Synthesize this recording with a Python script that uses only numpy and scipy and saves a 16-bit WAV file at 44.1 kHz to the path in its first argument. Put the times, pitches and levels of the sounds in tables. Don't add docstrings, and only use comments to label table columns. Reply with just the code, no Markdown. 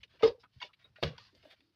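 import sys
import numpy as np
from scipy import signal
from scipy.fft import rfft, irfft
from scipy.io import wavfile
from scipy.ndimage import uniform_filter1d

SR = 44100
rng = np.random.default_rng(int(sys.argv[2]) if len(sys.argv) > 2 else 0)


def unload_audio(sound):
    columns = np.transpose(np.atleast_2d(sound))
    steps = np.round(np.clip(columns, -1, 1) * 32767)
    wavfile.write(sys.argv[1], SR, steps.astype(np.int16))


def elevation(decibels):
    levels = np.asarray(decibels, float)
    return 10 ** (levels / 20)


N = 77175

# (pitch [Hz], level at knock [dB], level at bounce [dB], time to fade by 60 dB [s])
BUCKET_MODES = [(462.5, -38, -25.5, 0.081), (520, -31.5, -35.5, 0.1), (565, -29.5, -42.5, 0.12),
                (815, -34.5, -51, 0.07), (947, -40.5, -50, 0.097), (1248, -28.5, -46.5, 0.085),
                (2122, -39.5, -57, 0.0605), (2599, -43.5, -51.5, .07)]
# (time [s], pitch [Hz], level [dB], fade time [s])
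BUCKET_ROCKS = [
    (.302, 516, -35.5, .03),
    (.316, 455, -39, .03),
    (.328, 447, -47.5, 0.049),
    (.345, 503, -50, 0.059),
    (.379, 466, -58.5, 0.077),
    (1.131, 486, -55, 0.058),
]
# (time [s], centre [Hz], level [dB], hold [s], fade time [s])
LOOSE_GRIT = [(0.23, 900, -42, 0.03, 0.16), (0.37, 780, -80, 0.029, 0.055), (1.191, 1220, -68.5, 0.04, .05),
              (1.187, 520, -68, 0.023, .06), (0.035, 500, -71, 0.013, 0.042),
              (0.69, 1200, -70.5, 0.016, 0.044), (1.343, 590, -75, 0.028, .06),
              (1.455, 284, -66, 0.02, 0.055), (0.26, 45, -58.5, .05, .08), (1.11, 1350, -68.5, 0.052, .05),
              (1.095, 130, -51, 0.033, 0.043), (1.18, 122, -61.5, 0.027, 0.054), (1.2, 4700, -69, .08, .08),
              (1, 4800, -71, 0.017, 0.043), (0.076, 3100, -76, .005, .03),
              (1.026, 200, -46.5, 0.056, 0.077), (1.025, 45, -60, .04, .1), (1.56, 4500, -83.5, 0.13, .1),
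              (.229, 5000, -50, 0.0068, 0.055), (1.62, 338, -80.5, 0.078, 0.13)]
# (time [s], level [dB])
MORTAR_LUMPS = [
    (1.0268, -29),
    (1.0328, -19),
    (1.043, -25),
]
# (pitch [Hz], level [dB], fade time [s])
WALL_MODES = [(151, -13.5, 0.063), (382, -12, 0.059), (461, -14, 0.17), (557, 0.5, 0.023),
              (680, -22, 0.023), (877, -28, 0.05)]
# (pitch [Hz], level [dB], fade time [s])
WET_MASS_MODES = [(80, -36.5, 0.056), (153.2, -33, 0.13)]
# (time of peak [s], level [dB], rise [s], fade time [s], centre [Hz])
GRIT_SPLATS = [(.046, -65, 0.0049, 0.057, 3100), (0.225, -40.5, .002, .05, 2240),
               (.237, -33, .01, 0.051, 3237), (1.025, -56, 0.0077, 0.05, 3510),
               (0.44, -56.5, 0.013, 0.075, 1243), (0.607, -58, 0.0096, 0.24, 2750),
               (0.62, -45, .005, 0.018, 2530), (.628, -42.5, .005, 0.079, 2800),
               (0.74, -77, .003, 0.015, 2800), (0.962, -60.5, 0.0062, 0.2, 2200),
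               (1.029, -32, .003, 0.03, 2315), (1.036, -27, 0.0037, 0.037, 2883),
               (1.429, -65, .003, 0.091, 2810), (1.183, -50, .007, 0.05, 3386),
               (1.253, -59.5, 0.0084, 0.016, 2800), (1.352, -61, 0.0062, 0.036, 5500),
               (1.455, -71, 0.0093, 0.033, 1450), (1.606, -63.5, 0.0017, 0.036, 2520),
               (0.853, -66, .01, 0.12, 1600)]
# (start [s], length [s], level [dB], fade time [s], centre [Hz])
GRIT_SCUFFS = [(.0, 0.014, -70, 0.058, 2800), (0.084, 0.085, -69.5, 0.056, 2970),
               (0.137, 0.014, -73, 0.052, 1500), (0.186, 0.041, -60, .05, 2200),
               (0.233, 0.039, -41.5, 0.11, 3218), (0.636, 0.025, -55.5, 0.07, 3190),
               (1.025, 0.042, -45, 0.15, 3011), (0.389, 0.032, -68.5, 0.036, 4520),
               (0.509, 0.12, -74, 0.055, 3796), (0.785, 0.035, -68, 0.12, 2555),
               (1.008, .03, -93, 0.05, 2000), (1.101, 0.075, -68, 0.049, 2380),
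               (1.184, 0.017, -59.5, .4, 3675), (1.246, 0.034, -71, 0.05, 3410),
               (1.34, 0.1, -72.5, 0.19, 3180), (1.421, 0.12, -68, 0.029, 2800),
               (1.494, 0.029, -59.5, 0.06, 2800), (1.55, 0.035, -77, 0.11, 2390),
               (1.607, 0.012, -82, 0.63, 2504)]
# (pitch [Hz], level [dB], width [Hz])
TROWEL_MODES = [(980, -11.5, 150), (1600, -5, 190), (2200, -8.5, 90), (2800, -5.5, 450), (3600, -6, 520),
                (4370, 3, 110), (4765, 2.5, 180), (6397, 0, 78)]
# (time [s], pitch [Hz], peak level [dB], fade time [s])
BLADE_PINGS = [(0.031, 6220, -55, 0.016), (.032, 9072, -51, 0.035), (.4, 4930, -64.5, 0.055),
               (0.453, 1266, -59.5, 0.033), (0.601, 3224, -50, 0.028), (.603, 2214, -50, 0.058),
               (.613, 977.7, -47.5, 0.15), (.613, 4510, -50, 0.041), (0.625, 980, -42.5, 0.016),
               (0.624, 2843, -41.5, 0.015), (.624, 3600, -43.5, 0.012), (.617, 2824, -43, .012),
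               (.625, 4690, -49, .025), (.634, 2820, -44.5, .025), (.634, 1857, -51, .02),
               (.641, 4900, -60, 0.034), (.643, 3550, -52, .04), (.667, 3550, -60.5, 0.037),
               (.847, 3705, -60, .04), (.679, 2870, -63, 0.054), (1.178, 1480, -54, 0.025),
               (.615, 1920, -45.5, 0.017), (.615, 6500, -54.5, 0.085), (.09, 1600, -77, .3),
               (0.842, 3805, -53.5, 0.064), (0.958, 1441, -59, 0.082), (0.959, 2820, -59, 0.053),
               (0.96, 1890, -57, 0.081), (0.984, 625, -54.5, 0.044), (1.182, 949, -53, 0.015),
               (1.452, 606, -47.5, 0.016), (1.605, 2433, -73, 0.038)]
# (time [s],
# centre [Hz], level [dB], hold [s], fade time [s])
DULL_BUMPS = [(.0, 86, -64.5, 0.028, 0.083), (0.136, 500, -71, 0.027, .05),
              (0.206, 653, -53, 0.0092, 0.036), (0.229, 100, -47.5, 0.057, 0.091),
              (0.229, 298.6, -38.5, 0.02, 0.12), (0.336, 90.2, -73.5, 0.02, 0.1),
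              (0.434, 305, -72.5, 0.0067, 0.1), (0.562, 103, -56, 0.016, 0.04),
              (0.626, 520, -57.5, 0.016, 0.12), (0.842, 403, -71.5, 0.018, 0.075),
              (.87, 90.9, -71, 0.052, 0.044), (1.029, 520, -38.5, 0.0087, 0.2),
              (1.255, 1400, -73.5, 0.042, 0.031), (0.03, 2800, -48.5, 0.0038, 0.048),
              (0.731, 2675, -62.5, 0.0094, 0.039), (1.62, 255.7, -89, 0.087, 0.29),
              (1.118, 496, -64.5, 0.012, 0.057), (1.148, 86.5, -57, .015, 0.067),
              (1.326, 308, -64.5, 0.019, 0.13), (1.357, 92, -69.5, 0.064, 0.09),
              (1.433, 560, -69, 0.067, 0.06), (1.514, 620, -69, 0.022, 0.052),
              (1.594, 296.6, -75.5, 0.024, 0.15)]
# (time [s], level [dB], hold [s], fade time [s])
TREBLE_BURSTS = [
    (0.228, -63.5, 0.0056, 0.068),
    (1.022, -60.5, 0.0061, 0.054),
    (1.034, -77, 0.015, 0.04),
    (1.356, -88, 0.016, 0.055),
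    (1.499, -82.5, 0.022, 0.049),
    (1.441, -88, 0.036, 0.04),
]

KNOCK_S, BOUNCE_S, SAG_S = .2272, .274, 1.0385
THUD_RISE_S = 0.0028
RING_WOBBLE_DB, GRIT_PATCH_DB = 3, 0


def rms_one(x):
    return x / np.sqrt(np.mean(x ** 2) + 1e-20)


def drift(rate_hz):
    r = np.exp(-2 * np.pi * rate_hz / SR)
    settle = 8192
    noise = rng.standard_normal(N + settle)
    return rms_one(signal.lfilter([1], [1, -2 * r, r * r], noise)[settle:])


def shape(start, rise, hold, t60):
    out = np.zeros(N)
    first = int(max(start, 0) * SR)
    last = min(N, first + int((rise + hold + 2 * t60) * SR))
    t = np.arange(first, last) / SR - start
    swell = np.sin(np.pi / 2 * np.clip(t / rise, 0, 1)) ** 2
    fade = elevation(-60 * np.maximum(t - rise - hold, 0) / t60)
    out[first:first + len(t)] = swell * fade
    return out


def tone(start, hz, rise, hold, t60):
    t = np.arange(N) / SR - start
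    return shape(start, rise, hold, t60) * np.sin(2 * np.pi * hz * t)


def coloured(x, hz, octaves, count=0):
    f = np.fft.rfftfreq(len(x), 1 / SR) + 1
    gain = np.ones(len(f))
    chimes = np.geomspace(hz / 6, hz * 3, count) * rng.uniform(.9, 1.1, count)
    for peak in chimes:
        level = elevation(5.5 + 7.2 * min(rng.standard_normal(), 1))
        gain += level / (1 + (2 * (f - peak) / 57) ** 2)
    for peak, db, width in TROWEL_MODES if count else []:
        level = elevation(db + 0.92 * rng.standard_normal())
        gain += level / (1 + (2 * (f - peak) / width) ** 2)
    bell = 1 + np.abs(np.log2(f / hz) / octaves) ** 2.036
    return rms_one(irfft(rfft(x) * gain / bell, len(x)))


def grit(start, rise, hold, t60, db, hz, octaves=1):
    size = 2 ** 14
    sand = rng.standard_normal(size) * elevation(2.5 * rng.exponential(1, size))
    out = np.zeros(N + size)
    first = int(max(start, 0) * SR)
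    out[first:first + size] = coloured(sand, hz, octaves, count=24)
    return elevation(db) * out[:N] * shape(start, rise, hold, t60)


def bucket():
    out = elevation(-15) * tone(KNOCK_S, 447, rise=.011, hold=.024, t60=.032)
    for hz, knock_db, bounce_db, t60 in BUCKET_MODES:
        knock = elevation(knock_db) * tone(KNOCK_S, hz, 0.0066, 0, t60)
        bounce = elevation(bounce_db) * tone(BOUNCE_S, hz, .004, 0, t60)
        out = out + (knock + bounce) * elevation(RING_WOBBLE_DB * drift(70))
    return out


def rattle():
    notes = sum(elevation(db) * tone(s, hz, 0.004, 0.0029, t60) for s, hz, db, t60 in BUCKET_ROCKS)
    loose = sum(grit(s, THUD_RISE_S, hold, t60, db, hz, octaves=.25)
                for s, hz, db, hold, t60 in LOOSE_GRIT)
    return notes + loose


def wall():
    out = np.zeros(N)
    for k, (s, lump_db) in enumerate(MORTAR_LUMPS):
        for hz, mode_db, t60 in WALL_MODES:
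            dulling_db = 1.8 * k * np.log2(hz / 150)
            chance_db = 1.8 * rng.standard_normal()
            level = elevation(lump_db + mode_db - dulling_db + chance_db)
            out += level * tone(s, hz, 0.38 / hz, 0, t60)
    return out


def wobble():
    out = np.zeros(N)
    for hz, db, t60 in WET_MASS_MODES:
        swing = elevation(db) * tone(SAG_S, hz, rise=0.0074, hold=0.027, t60=t60)
        out -= swing * elevation(RING_WOBBLE_DB * drift(28))
    return out


def mortar():
    splats = sum(grit(s - rise, rise, 0, t60, db, hz) for s, db, rise, t60, hz in GRIT_SPLATS)
    scuffs = np.zeros(N)
    for s, length, db, t60, hz in GRIT_SCUFFS:
        scuffs += grit(s, 0.0061 + .25 * length, .75 * length, t60, db, hz)
    return (splats + scuffs) * elevation(GRIT_PATCH_DB * drift(110))


def blade():
    pings = sum(elevation(db) * tone(s, hz, .003, .003, t60) for s, hz, db, t60 in BLADE_PINGS)
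    return pings * elevation(2.3 * drift(150))


def bumps():
    return sum(grit(s, THUD_RISE_S, hold, t60, db, hz, octaves=0.44)
               for s, hz, db, hold, t60 in DULL_BUMPS)


def site():
    air_level = elevation(-78.5 + 2.3 * drift(15))
    air = air_level * coloured(rng.standard_normal(N), 2800, 4.5)
    rumble_level = elevation(-75.5 + 3.5 * drift(4.1))
    rumble = rumble_level * coloured(rng.standard_normal(N), 100, 0.68)
    return air + rumble


def scene():
    mix = mortar() + blade() + bumps() + bucket() + wall() + wobble() + site() + rattle()
    return mix[None]


def roll_off(x):
    return signal.sosfilt(signal.butter(12, 15470, fs=SR, output="sos"), x)


def record(dry):
    dull = signal.sosfilt(signal.butter(7, 5404, fs=SR, output="sos"), dry)
    power = uniform_filter1d(np.diff(dull, prepend=0) ** 2, size=512)
    loudness = np.abs(power) ** (0.36 / 2)
    swell = elevation(-87.5) * np.minimum(elevation(25) * loudness, 2)
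    bursts = sum(elevation(db) * shape(s, 0.005, hold, t60) for s, db, hold, t60 in TREBLE_BURSTS)
    hiss = (swell + bursts) * rng.standard_normal(N)
    top_edge = signal.sosfilt(signal.butter(4, 14300, "high", fs=SR, output="sos"), hiss)
    hiss = hiss + elevation(8) * top_edge
    treble = signal.sosfilt(signal.butter(4, 6580, "high", fs=SR, output="sos"), hiss)
    top_cut = signal.cheby2(16, 40, 15700, fs=SR, output="sos")
    return roll_off(signal.sosfilt(top_cut, dull + treble))


dry = scene()
out = record(dry)
unload_audio(out)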